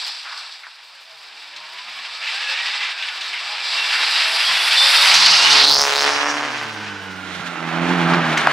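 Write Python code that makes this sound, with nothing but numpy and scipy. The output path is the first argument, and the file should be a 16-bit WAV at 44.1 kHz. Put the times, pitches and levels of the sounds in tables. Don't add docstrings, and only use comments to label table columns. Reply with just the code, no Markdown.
import sys
import numpy as np
from scipy import signal
from scipy.fft import rfft, irfft, next_fast_len
from scipy.io import wavfile
from scipy.ndimage import uniform_filter1d, minimum_filter1d

SR = 44100
rng = np.random.default_rng(int(sys.argv[2]) if len(sys.argv) > 2 else 0)


def wrap_up_sound(samples):
    columns = np.atleast_2d(samples).T
    tamed = np.clip(columns, -1, 1)
    steps = np.round(tamed * 32767).astype(np.int16)
    wavfile.write(sys.argv[1], SR, steps)


N = 375732
TIME = np.arange(N) / SR
TURN_S = 5.37
HANDOVER_S = 6.9
CUTOFF_HZ = 15750

# t/s, f/Hz
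FIRING_RATE = [(0.8, 61), (1.05, 62), (1.55, 84), (2, 110), (2.2, 129), (2.42, 168), (2.73, 201),
               (2.87, 204), (3.24, 166), (3.3, 124), (3.38, 117), (4, 150), (4.5, 171), (5.09, 194),
               (5.3, 175), (5.38, 145), (5.6, 142.5), (5.9, 141), (6.3, 145.5), (7.3, 151), (8.2, 156),
               (8.52, 149)]
# t/s, left minus right/dB
FIRST_PAN = [(0, 0), (2, -.6), (5, -.5), (5.7, -1.6), (6.2, -.6), (7, 0)]
def first_car():
    hz, = in_time(FIRING_RATE)
    firings = count_firings(hz, jitter=.0012)
    lift_tone_db, lift_rush_db = gear_changes()
    spin_db = wheelspin() + wheel_hop()
    rasp_db = passing_db(*RASP_LAW) + .69 * spin_db + lift_rush_db
    tailpipe_close = held(5.7, 6.03, 60, 170)
    rush = rushing(firings, rasp_db, spin_db, lift_rush_db, tailpipe_close)
    gears = gear_whine(firings) + whistles()
    note = engine_note(hz, firings, lift_tone_db, lift_rush_db)
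    wheels = swishes() * chop(firings, .75 * tailpipe_close, sharpness=7.4) + squeal()
    echoed = road_echo(rush + wheels + exhaust_cracks(firings))
    return pan(FIRST_PAN) * (echoed + note + gears + ringing_panels(rasp_db))


# f/Hz, level/dB
ROAR = [(130, -44), (240, -32.5), (330, -20), (450, -13.5), (580, -10), (700, -2.5), (950, 2), (1400, 1),
        (1950, -2), (3300, -75)]
RASP = [(600, -20.5), (1000, -14), (1300, -6), (1900, -1.5), (2350, 0), (2700, 1), (3050, -1), (3500, -3.5),
        (4500, -8.5)]
# f/Hz, level/dB
HISS_AHEAD = [(2400, -9), (3000, -7.5), (3650, -0.5), (4250, 0.5), (4700, 1.5), (4950, 2), (5300, -4),
              (5850, -10.5), (6700, -27), (7700, -11.5), (8900, -28), (9900, -23), (11200, -40.5),
              (13300, -39), (15800, -42)]
HISS_BEHIND = [(1650, -75), (2800, -10), (3630, -0.5), (5190, 1), (6260, -6), (6820, -12.5), (9830, -21),
               (15600, -49)]
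SPRAY_COLOUR = [(9000, 11), (9900, 11), (11200, 3.5), (12300, 5), (13200, -11), (15800, -10.5)]
# t/s, level/dB
SPRAY_LEVEL = [(3.4, -73.5), (3.9, -47.5), (4.5, -39), (5.1, -31.5), (5.3, -46), (5.6, -48), (5.76, -37),
               (6.0, -49), (6.3, -63), (6.9, -85)]
def rushing(firings, rasp_db, spin_db, lift_db, tailpipe_close):
    tailpipe_seen = held(5.52, 5.44, 440, 21)
    depth = .29 + .3 * tailpipe_seen + .1 * tailpipe_close
    puffs = chop(firings, depth, sharpness=3) * np.sqrt(1 - ramp(HANDOVER_S, .71))
    roar = puffs * from_db(passing_db(*ROAR_LAW) + .53 * spin_db + .36 * lift_db)
    hiss = puffs * from_db(passing_db(*HISS_LAW) + spin_db + lift_db)
    behind = ramp(TURN_S, .81)
    rush = noise(ROAR, side_db=-60, flutter_db=.7, gain=roar)
    rush += noise(RASP, side_db=-17.5, flutter_db=2, gain=puffs * from_db(rasp_db))
    rush += noise(HISS_AHEAD, side_db=-17.5, flutter_db=1.5, gain=hiss * np.sqrt(1 - behind))
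    rush += noise(HISS_BEHIND, side_db=-32, flutter_db=1.5, gain=hiss * np.sqrt(behind))
    return rush + noise(SPRAY_COLOUR, side_db=-41, flutter_db=1.5, gain=gain_curve(SPRAY_LEVEL))


# the four settings of passing_db, in order
ROAR_LAW = (-20.5, 7, 5.5, -6)
RASP_LAW = (-16, 5, 12, -9)
HISS_LAW = (-11.5, 7.5, 7.5, -16)
BOOM_LAW = (-57.5, 7, 20, 16.5)
TONE_LAW = (-39, 8.6, 1, 11)
def passing_db(base_db, distance_db, revs_db, tail_db):
    rev_doublings = np.log2(in_time(FIRING_RATE)[0] / 150)
    tail_on = ramp(5.96, 1.48)
    return base_db - distance_db * distance_doublings() + revs_db * rev_doublings + tail_db * tail_on


def distance_doublings(pass_s=5.62, speed_m_per_s=28.2, closest_m=12.12):
    return np.log2(np.hypot(1, speed_m_per_s * (TIME - pass_s) / closest_m))


# f/Hz, level/dB
TONE_AHEAD = [(130, -6), (160, 0), (185, -8), (222, -2), (290, -7), (370, 8), (450, 1), (560, 9), (750, 6),
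              (1000, 15), (1600, 10), (2400, 9)]
TONE_BEHIND = [(290, 4), (420, 1.5), (470, -4.5), (580, -17), (720, -7), (900, 2), (1200, -40), (1600, 4),
               (2400, -27)]
# f/Hz, level/dB
PIPE_RESONANCE = [(90, -6), (110, 2), (130, 3), (150, 2.5), (172, 5.5), (200, 0)]
# t/s, level/dB
NOTE_SWELL = [(.8, -16), (1.1, -17), (1.35, -7.5), (2.2, -4.5), (2.85, -4), (2.98, -17), (3.14, -8),
              (3.3, -9), (3.55, -3.5), (4.4, -8.5), (5.05, -8), (5.4, -0.5), (5.9, -2), (6.2, -2.5),
              (6.7, -5.5), (7.2, -7), (7.6, -5), (8.1, 13), (8.5, -10)]
def engine_note(hz, firings, lift_tone_db, lift_rush_db):
    turned = ramp(TURN_S, .2)
    fading_db = 2.5 * (2.5 - turned)
    wavers = [(1 + .3 * drift(8.7)) * from_db(fading_db * drift(2.7)) for _ in range(5)]
    boom_db = passing_db(*BOOM_LAW) - lift_rush_db + at_hz(PIPE_RESONANCE, hz)
    tone_db = passing_db(*TONE_LAW) + lift_tone_db
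    note = from_db(boom_db) * np.sqrt(2) * np.sin(2 * np.pi * firings) * wavers[-1]
    for i, multiple in enumerate([1.5, 2, 2.5, 3, 3.5, 4, 4.5, 5, 5.5, 6, 6.5, 7, 8, 9, 10, 11, 12]):
        between = multiple % 1 > 0
        ahead_db = at_hz(TONE_AHEAD, multiple * hz) - 20 * between
        behind_db = at_hz(TONE_BEHIND, multiple * hz) - 15.5 * between
        gain = from_db(tone_db + (1 - turned) * ahead_db + turned * behind_db) * wavers[i % 5]
        note += gain * np.sin(2 * np.pi * (multiple * firings + rng.random()))
    return during(FIRING_RATE[0][0], FIRING_RATE[-1][0]) * gain_curve(NOTE_SWELL) * note


# level/dB, delay/s
CYLINDERS = [(0, 0), (-2.5, .0003), (0, 0), (-9, .00026)]
# t/s, level/dB
CRACK_LEVEL = [(5.38, -31), (5.52, -12), (5.62, -.5), (5.72, 4.5), (5.8, 7), (5.96, 7), (6.09, 2),
               (6.13, -4), (6.25, 0), (6.33, -5.5), (6.45, -7), (6.9, -21), (7.3, -40), (7.6, -60)]
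# t/s, half length/s, level/dB
CRACKLES = [(2.34, 0.019, -15.5), (4.018, 0.03, -10), (4.078, 0.009, -7), (4.206, 0.011, -19)]
def exhaust_cracks(firings, suction_s=1.6e-4, jump_s=1.2e-5, tail_s=1.7e-4, jitter_s=6e-5):
    peak = gain_curve(CRACK_LEVEL) * (TIME > CRACK_LEVEL[0][0]) + sum(bump(*run) for run in CRACKLES)
    times = firing_times(firings)
    cylinder_db, late_s = np.resize(CYLINDERS, (len(times), 2)).T
    strengths = from_db(cylinder_db + rng.standard_normal(len(times)))
    times = times + late_s + jitter_s * rng.standard_normal(len(times))
    shocks = np.zeros(N)
    for s, strength in zip(times, strengths):
        at = int(s * SR)
        span = slice(max(at - 40, 0), at + 110)
        age = TIME[span] - s
        envelope = np.exp(np.minimum(age / suction_s, -age / tail_s))
        shocks[span] += peak[at] * strength * np.tanh(age * strength / jump_s) * envelope
    bark = band(band(shocks, 430, CUTOFF_HZ, order=1), 280, 7500)
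    snap = from_db(-4) * band(shocks * held(5.73, 5.86, 45, 35), 11000, CUTOFF_HZ)
    near = ramp(5.4, .2) - ramp(6.1, .165)
    return near * (bark + snap) + (1 - near) * band(bark, 425, 4400)


# from t/s, until t/s, overtone level/dB, rush level/dB
THROTTLE_LIFTS = [(2.902, 3.263, -4, -4.5), (5.142, 5.367, -15, -3)]
def gear_changes(lift_s=.067):
    tone_db = rush_db = 0
    for shut, reopen, tone_drop_db, rush_drop_db in THROTTLE_LIFTS:
        lifted = ramp(shut, lift_s) - ramp(reopen, lift_s)
        tone_db += tone_drop_db * lifted
        rush_db += rush_drop_db * lifted
    return tone_db, rush_db


# t/s, half length/s, added level/dB
WHEELSPIN = [(.02, 0.25, 20), (.43, 0.17, 12.5), (2.38, 0.33, 2.5), (2.8, 0.55, -2.5), (3.55, 0.47, 0.5),
             (3.87, 0.21, 3), (4.07, 0.22, 1.5), (4.83, 0.14, 0.5)]
def wheelspin():
    return sum(db * bell(s, half_s) for s, half_s, db in WHEELSPIN)


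def wheel_hop(first_s=2.272, last_s=2.9, hops_per_s=12.4, swing_db=2.2):
    return swing_db * during(first_s, last_s) * np.cos(2 * np.pi * hops_per_s * (TIME - first_s))


# from t/s, until t/s, multiple of the firing rate, level/dB against the rasp
GEAR_NOTES = [(1.6, 2.88, 10.1, -10.5), (1.7, 2.05, 21, -12), (2.05, 2.9, 5, -20), (2.9, 3.15, 8.2, -14),
              (4.3, 5.06, 19.4, -11)]
def gear_whine(firings, rough=.3, flutter_db=2):
    whine = 0
    for engaged, released, multiple, db in GEAR_NOTES:
        phase = 2 * np.pi * multiple * firings
        note = (1 + rough * drift(45)) * np.sin(phase) + rough * drift(45) * np.cos(phase)
        whine += from_db(db) * during(engaged, released) * note
    return whine * from_db(passing_db(*RASP_LAW) + flutter_db * drift(24))


# t/s, half length/s, f/Hz, level/dB
WHISTLES = [(1.11, .09, 650, -57), (1.66, .06, 930, -49), (1.78, .06, 1000, -48), (2.46, .055, 1690, -31),
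            (2.49, .07, 2640, -32), (2.63, .06, 1900, -34), (2.73, .045, 2020, -29),
            (2.825, .04, 2050, -27), (3.55, .08, 835, -39), (3.82, .06, 2720, -26),
            (3.95, .08, 2750, -26.5), (4.14, .08, 2790, -28), (4.42, .06, 4900, -25),
            (4.485, .03, 3290, -22), (4.62, .05, 3415, -25), (4.81, .07, 3559, -17.5),
            (5.0, .07, 3690, -25)]
def whistles(rough=.6, width_hz=36):
    blur = 1 + rough * (drift(width_hz) + 1j * drift(width_hz))
    waver = np.angle(blur)
    return np.abs(blur) * sum(bump(s, half_s, db) * np.sin(2 * np.pi * hz * TIME + waver)
                              for s, half_s, hz, db in WHISTLES)


# t/s, half length/s, f/Hz, glide/(Hz per s), level/dB
SWISHES = [(5.3, 0.11, 4610, 100, -15), (5.65, 0.14, 4364, 1505, -12.5), (5.757, 0.091, 4800, 8990, -7.5),
           (5.987, 0.062, 4380, 9100, -15.5), (6.149, 0.22, 5150, 3510, -37),
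           (6.245, 0.022, 2300, 3000, -33), (6.299, 0.022, 5500, 9000, -25.5)]
def swishes():
    return sum(singing_band(hz + glide * (TIME - s), from_db(db) * bell(s, half_s), width_hz=680)
               for s, half_s, hz, glide, db in SWISHES)


# t/s, f/Hz, level/dB
SQUEAL = [(5.27, 3000, -53), (5.32, 2920, -21), (5.37, 2750, -19.5), (5.41, 2775, -26), (5.45, 2920, -22),
          (5.53, 2920, -23), (5.6, 2840, -26), (5.66, 2930, -36.5)]
def squeal():
    return rough_note(SQUEAL, width_hz=53)


# f/Hz, width/Hz, level/dB against the rasp
PANEL_RINGS = [(2686, 106, -10), (2340, 56, -9.5), (4900, 170, -25), (3660, 250, -7.5), (1718, 68, -13),
               (872, 76, -19)]
def ringing_panels(rasp_db):
    gain = from_db(rasp_db) * (1 - ramp(4.46, .54))
    return sum(singing_band(np.full(N, hz), gain * from_db(db), width) for hz, width, db in PANEL_RINGS)


# t/s, lowest cancelled f/Hz, strength from 0 to 1
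ROAD_ECHO = [(5.55, 2050, 0), (5.67, 2140, 0.52), (5.78, 2550, 0.78), (5.87, 3230, 0.24),
             (5.93, 2430, 0.12), (6.08, 3330, 0.3), (6.25, 3770, 0.95), (6.5, 3970, 0.58), (6.8, 3930, 0.4)]
def road_echo(sound):
    hollow_hz, strength = in_time(ROAD_ECHO)
    dulled = uniform_filter1d(sound, size=5)
    echo = np.array([np.interp(TIME - .5 / hollow_hz, TIME, side) for side in dulled])
    return (sound + strength * echo) / np.sqrt(1 + strength ** 2)


# t/s, f/Hz
SECOND_FIRING_RATE = [(6.1, 112), (6.37, 131), (6.5, 126), (6.7, 109.6), (7.1, 94), (7.38, 90), (7.63, 82),
                      (7.85, 85.5), (7.93, 89.5), (8.04, 83.5), (8.16, 86), (8.3, 79.5), (8.42, 78.5),
                      (8.52, 73)]
# f/Hz, level/dB
GROWL = [(150, -13), (300, -9.5), (420, -7), (510, -12), (630, -3.5), (880, -5), (1340, -1), (1880, -5.5),
         (3000, -11), (3600, -18), (4550, -22)]
BEND_HISS = [(1650, 1), (2800, -4.5), (3760, -4), (4970, -13), (6970, -16.5), (7490, -19), (10600, -24.5),
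             (15600, -39)]
# t/s, left minus right/dB
SECOND_PAN = [(6.2, -6), (6.8, -6), (7.25, -6.5), (7.8, -5.5), (8.2, -3.5), (8.52, -0.5)]
def second_car(right_lag_s=3.5e-5):
    firings = count_firings(in_time(SECOND_FIRING_RATE)[0], jitter=.00498)
    note = drone(firings)
    arrived = np.sqrt(ramp(HANDOVER_S, 1))
    growl = noise(GROWL, side_db=-12, flutter_db=.76, gain=arrived * from_db(nearing_db(*GROWL_LAW)))
    hiss_gain = arrived * from_db(nearing_db(*BEND_HISS_LAW))
    hiss = noise(BEND_HISS, side_db=-7, flutter_db=2.45, gain=hiss_gain)
    left, right = note + growl + hiss + arrived * exhaust_slaps(firings) + skid() + slowing_gears()
    return pan(SECOND_PAN) * np.array([left, np.interp(TIME - right_lag_s, TIME, right)])


# the three settings of nearing_db, in order
DRONE_LAW = (-37.5, 4.4, 15.8)
GROWL_LAW = (-27.5, 13.8, 5.4)
BEND_HISS_LAW = (-33, 7.6, 1.2)
SLAP_LAW = (-33, 9, 6)
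def nearing_db(base_db, db_per_s, throttle_db, bend_s=8):
    throttle = ramp(7.686, .3) - ramp(8.31, .34)
    return base_db + db_per_s * (TIME - bend_s) + throttle_db * throttle


# t/s, level/dB
SECOND_BOOM = [(6.2, -62), (6.27, -62), (6.32, -52), (6.79, -44), (7.39, -49), (7.59, -73), (7.85, -50),
               (8.45, -59), (8.52, -54)]
# multiple of the firing rate, level/dB
DRONE_OVERTONES = [(2, 2), (3, -2), (3.5, -13), (4, -3), (5, -10), (6, -25), (7, -19), (8, -17), (9, -17),
                   (10, -15), (11, -39), (12, -31)]
def drone(firings, throb=.14, dull_db_per_octave=2):
    note = gain_curve(SECOND_BOOM) * np.sqrt(2) * np.sin(2 * np.pi * firings)
    overtone_gain = from_db(nearing_db(*DRONE_LAW)) * ramp(6.35, .22) * (1 + throb * drift(14))
    coasting = 1 - ramp(7.45, .26)
    for multiple, db in DRONE_OVERTONES:
        gain = overtone_gain * from_db(db - dull_db_per_octave * coasting * np.log2(multiple / 2))
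        roughness = 1 + .07 * multiple * (1 + coasting) * drift(17)
        note -= gain * roughness * np.sin(2 * np.pi * multiple * firings)
    return during(SECOND_FIRING_RATE[0][0], SECOND_FIRING_RATE[-1][0]) * note


def exhaust_slaps(firings, scatter_db=2.5, ring_s=.02):
    at = (firing_times(firings) * SR).astype(int)
    slaps = np.zeros(N)
    slaps[at] = from_db(scatter_db * rng.standard_normal(len(at)))
    rattle = signal.fftconvolve(slaps, dying_noise(SR // 40, ring_s))[:N]
    return from_db(nearing_db(*SLAP_LAW)) * unit_power(band(rattle, 480, 1930))


def skid():
    return noise(RASP, side_db=9.5, flutter_db=4.5, gain=from_db(-34.5) * bell(5.74, .69))


# t/s, f/Hz, level/dB
SLOWING_GEARS = [(6.1, 1780, -41), (6.26, 1723, -37), (6.45, 1613, -39), (6.7, 1527, -41.5),
                 (7.0, 1508, -39.5), (7.25, 1398, -40.5), (7.47, 1380, -41.5), (7.6, 1340, -37),
                 (7.8, 1284, -55)]
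def slowing_gears():
    blur = from_db(-1.5) * rough_note(SLOWING_GEARS, width_hz=95)
    core = rough_note(SLOWING_GEARS, width_hz=14)
    octave = rough_note([(s, 2 * hz, db - 10) for s, hz, db in SLOWING_GEARS], width_hz=14)
    return blur + core + octave


# t/s, level/dB, f/Hz, time to fade by 60 dB/s
SCRABBLE_AND_POPS = [(.03, -33, 1200, 0.038), (.093, -37, 890, 0.067), (.253, -32.5, 1290, 0.99),
                     (.325, -32.5, 1350, 0.3), (.634, -33.5, 1730, 0.23), (.667, -32, 1220, 0.089),
                     (7.907, -17.5, 830, 0.038), (8.1, -18, 1120, .4), (8.466, -16, 1420, 0.019),
                     (8.4715, -5, 1060, 0.011)]
SHIFT_POPS_AND_GRIT = [(1.5624, -17.5, 3870, 0.11), (2.2717, -10, 2560, 0.61), (3.0237, -7, 2660, 0.21),
                       (3.085, -8, 2640, 0.09), (3.135, -23, 2680, .15), (3.21, -12, 3690, 0.36), (3.3316, -7, 2450, 0.29),
                       (3.94, -6, 1680, 0.82), (5.1394, 2.5, 4600, 0.4), (5.26, 8.5, 4200, 0.067),
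                       (5.3103, -1, 4370, 0.13), (8.137, -8, 3640, 0.052), (8.3728, 0, 2110, 0.11),
                       (8.375, -7.5, 5330, 0.063)]
THUMPS = [(5.13, -36, 240, 0.13), (7.39, -22, 150, 0.19)]
def bursts(rows, spread, gain_db):
    track = np.zeros(N)
    for s, db, hz, fade_s in rows:
        puff = band(dying_noise(SR // 4, fade_s), hz / spread, hz * spread)
        puff *= from_db(db + gain_db) / np.abs(puff).max()
        at = int(s * SR)
        track[at:at + len(puff)] += puff[:N - at]
    return track


# f/Hz, level/dB
SLIPSTREAM = [(20, -15), (45, -3), (100, -3.5), (200, -9), (400, 2), (800, 10.5)]
def slipstream():
    first_rumble = from_db(-61 - 2.5 * distance_doublings())
    second_rumble = from_db(-32 + nearing_db(*GROWL_LAW))
    gust = from_db(-34.5) * held(5.7, 6.14, 93, 120)
    return noise(SLIPSTREAM, side_db=2, flutter_db=1.5, gain=first_rumble + second_rumble + gust)


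# f/Hz, level/dB
OPEN_AIR = [(25, -21), (100, -32), (250, -16), (700, -2), (3000, 7.5), (15000, -16.5)]
def open_air():
    return from_db(-54) * noise(OPEN_AIR, side_db=-12.5, flutter_db=5)


def noise(spectrum, side_db, flutter_db, gain=1):
    size = next_fast_len(N + SR // 4)
    hz = np.arange(size // 2 + 1) * SR / size
    low_cut = np.minimum(hz / spectrum[0][0], 1) ** 4
    high_cut = np.minimum(spectrum[-1][0] / (hz + 1), 1) ** 4
    colour = unit_power(from_db(at_hz(spectrum, hz)) * low_cut * high_cut)
    source = rng.standard_normal((2, N)) * gain * from_db(flutter_db * drift(14.4))
    mid, side = irfft(rfft(source, size) * colour, size)[:, :N]
    return mid + from_db(side_db) * side * [[1], [-1]]


def dying_noise(samples, fade_s):
    return rng.standard_normal(samples) * from_db(-60 * TIME[:samples] / fade_s)


def singing_band(hz, gain, width_hz):
    phase = 2 * np.pi * np.cumsum(hz) / SR
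    low_pass = signal.butter(2, width_hz, fs=SR, output="sos")
    a, b = signal.sosfilt(low_pass, rng.standard_normal((2, N)))
    return gain * unit_power(a * np.sin(phase) + b * np.cos(phase))


def rough_note(rows, width_hz):
    hz, db = in_time(rows)
    return singing_band(hz, during(rows[0][0], rows[-1][0]) * from_db(db), width_hz)


def count_firings(hz, jitter):
    return np.cumsum(hz * (1 + jitter * drift(23.3))) / SR


def firing_times(firings):
    return np.interp(np.arange(1, int(firings[-1])), firings, TIME)


def chop(firings, depth, sharpness):
    puff = unit_power(np.exp(-sharpness * (firings % 1)))
    share = np.clip(depth, 0, 1) ** 2
    return np.sqrt(1 - share + share * puff ** 2)


def drift(rate_hz):
    pole = np.exp(-40 * np.pi * rate_hz / SR)
    steps = rng.standard_normal(N // 20 + 2002)
    slow = signal.lfilter([1], [1, -2 * pole, pole * pole], steps)[2000:]
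    return np.interp(np.arange(N) / 20, np.arange(len(slow)), unit_power(slow))


def band(x, low_hz, high_hz, order=2):
    return signal.sosfilt(signal.butter(order, [low_hz, high_hz], "band", fs=SR, output="sos"), x + 1e-18)


def ramp(middle_s, length_s):
    return np.clip((TIME - middle_s) / length_s + .5, 0, 1)


def during(start_s, end_s):
    return ramp(start_s, .1) * (1 - ramp(end_s + .05, .1))


def held(start_s, end_s, rise_db_per_s, fall_db_per_s):
    early_s, late_s = np.maximum(start_s - TIME, 0), np.maximum(TIME - end_s, 0)
    return from_db(-rise_db_per_s * early_s - fall_db_per_s * late_s)


def bell(s, half_s):
    return np.exp(-np.minimum(((TIME - s) / half_s) ** 2, 50))


def bump(s, half_s, db):
    return from_db(db) * bell(s, half_s)


def in_time(rows):
    s, *columns = np.transpose(rows)
    return [np.interp(TIME, s, column) for column in columns]


def gain_curve(rows):
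    return from_db(in_time(rows)[0])


def pan(rows):
    return from_db(in_time(rows)[0] * np.array([[.5], [-.5]]))


def at_hz(spectrum, hz):
    f, db = np.transpose(spectrum)
    return np.interp(np.log(hz + 1e-3), np.log(f), db)


def from_db(db):
    return 10 ** (np.asarray(db) / 20)


def unit_power(x):
    return x / np.sqrt(np.mean(x ** 2) + 1e-20)


def limiter(x, ceiling_db=1.5, release_db_per_s=90):
    over_db = np.maximum(20 * np.log10(np.abs(x).max(axis=0) + 1e-9) - ceiling_db, 0)
    recovery_db = release_db_per_s * TIME
    cut_db = np.maximum.accumulate(over_db + recovery_db) - recovery_db
    return x * from_db(uniform_filter1d(minimum_filter1d(-cut_db, size=45), size=45))


def scene():
    air = open_air()
    pops = bursts(SCRABBLE_AND_POPS, spread=1.31, gain_db=5.5)
    grit = bursts(SHIFT_POPS_AND_GRIT, spread=1.29, gain_db=-7.5)
    thumps = bursts(THUMPS, spread=1.6, gain_db=-9.5)
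    return first_car() + second_car() + pops + grit + thumps + slipstream() + air


def record(dry):
    limited = limiter(dry)
    rounded = limited / (1 + np.abs(limited) ** 12) ** (1 / 12)
    return signal.sosfilt(signal.ellip(10, .1, 70, CUTOFF_HZ, fs=SR, output="sos"), rounded)


dry = scene()
out = record(dry)
wrap_up_sound(out)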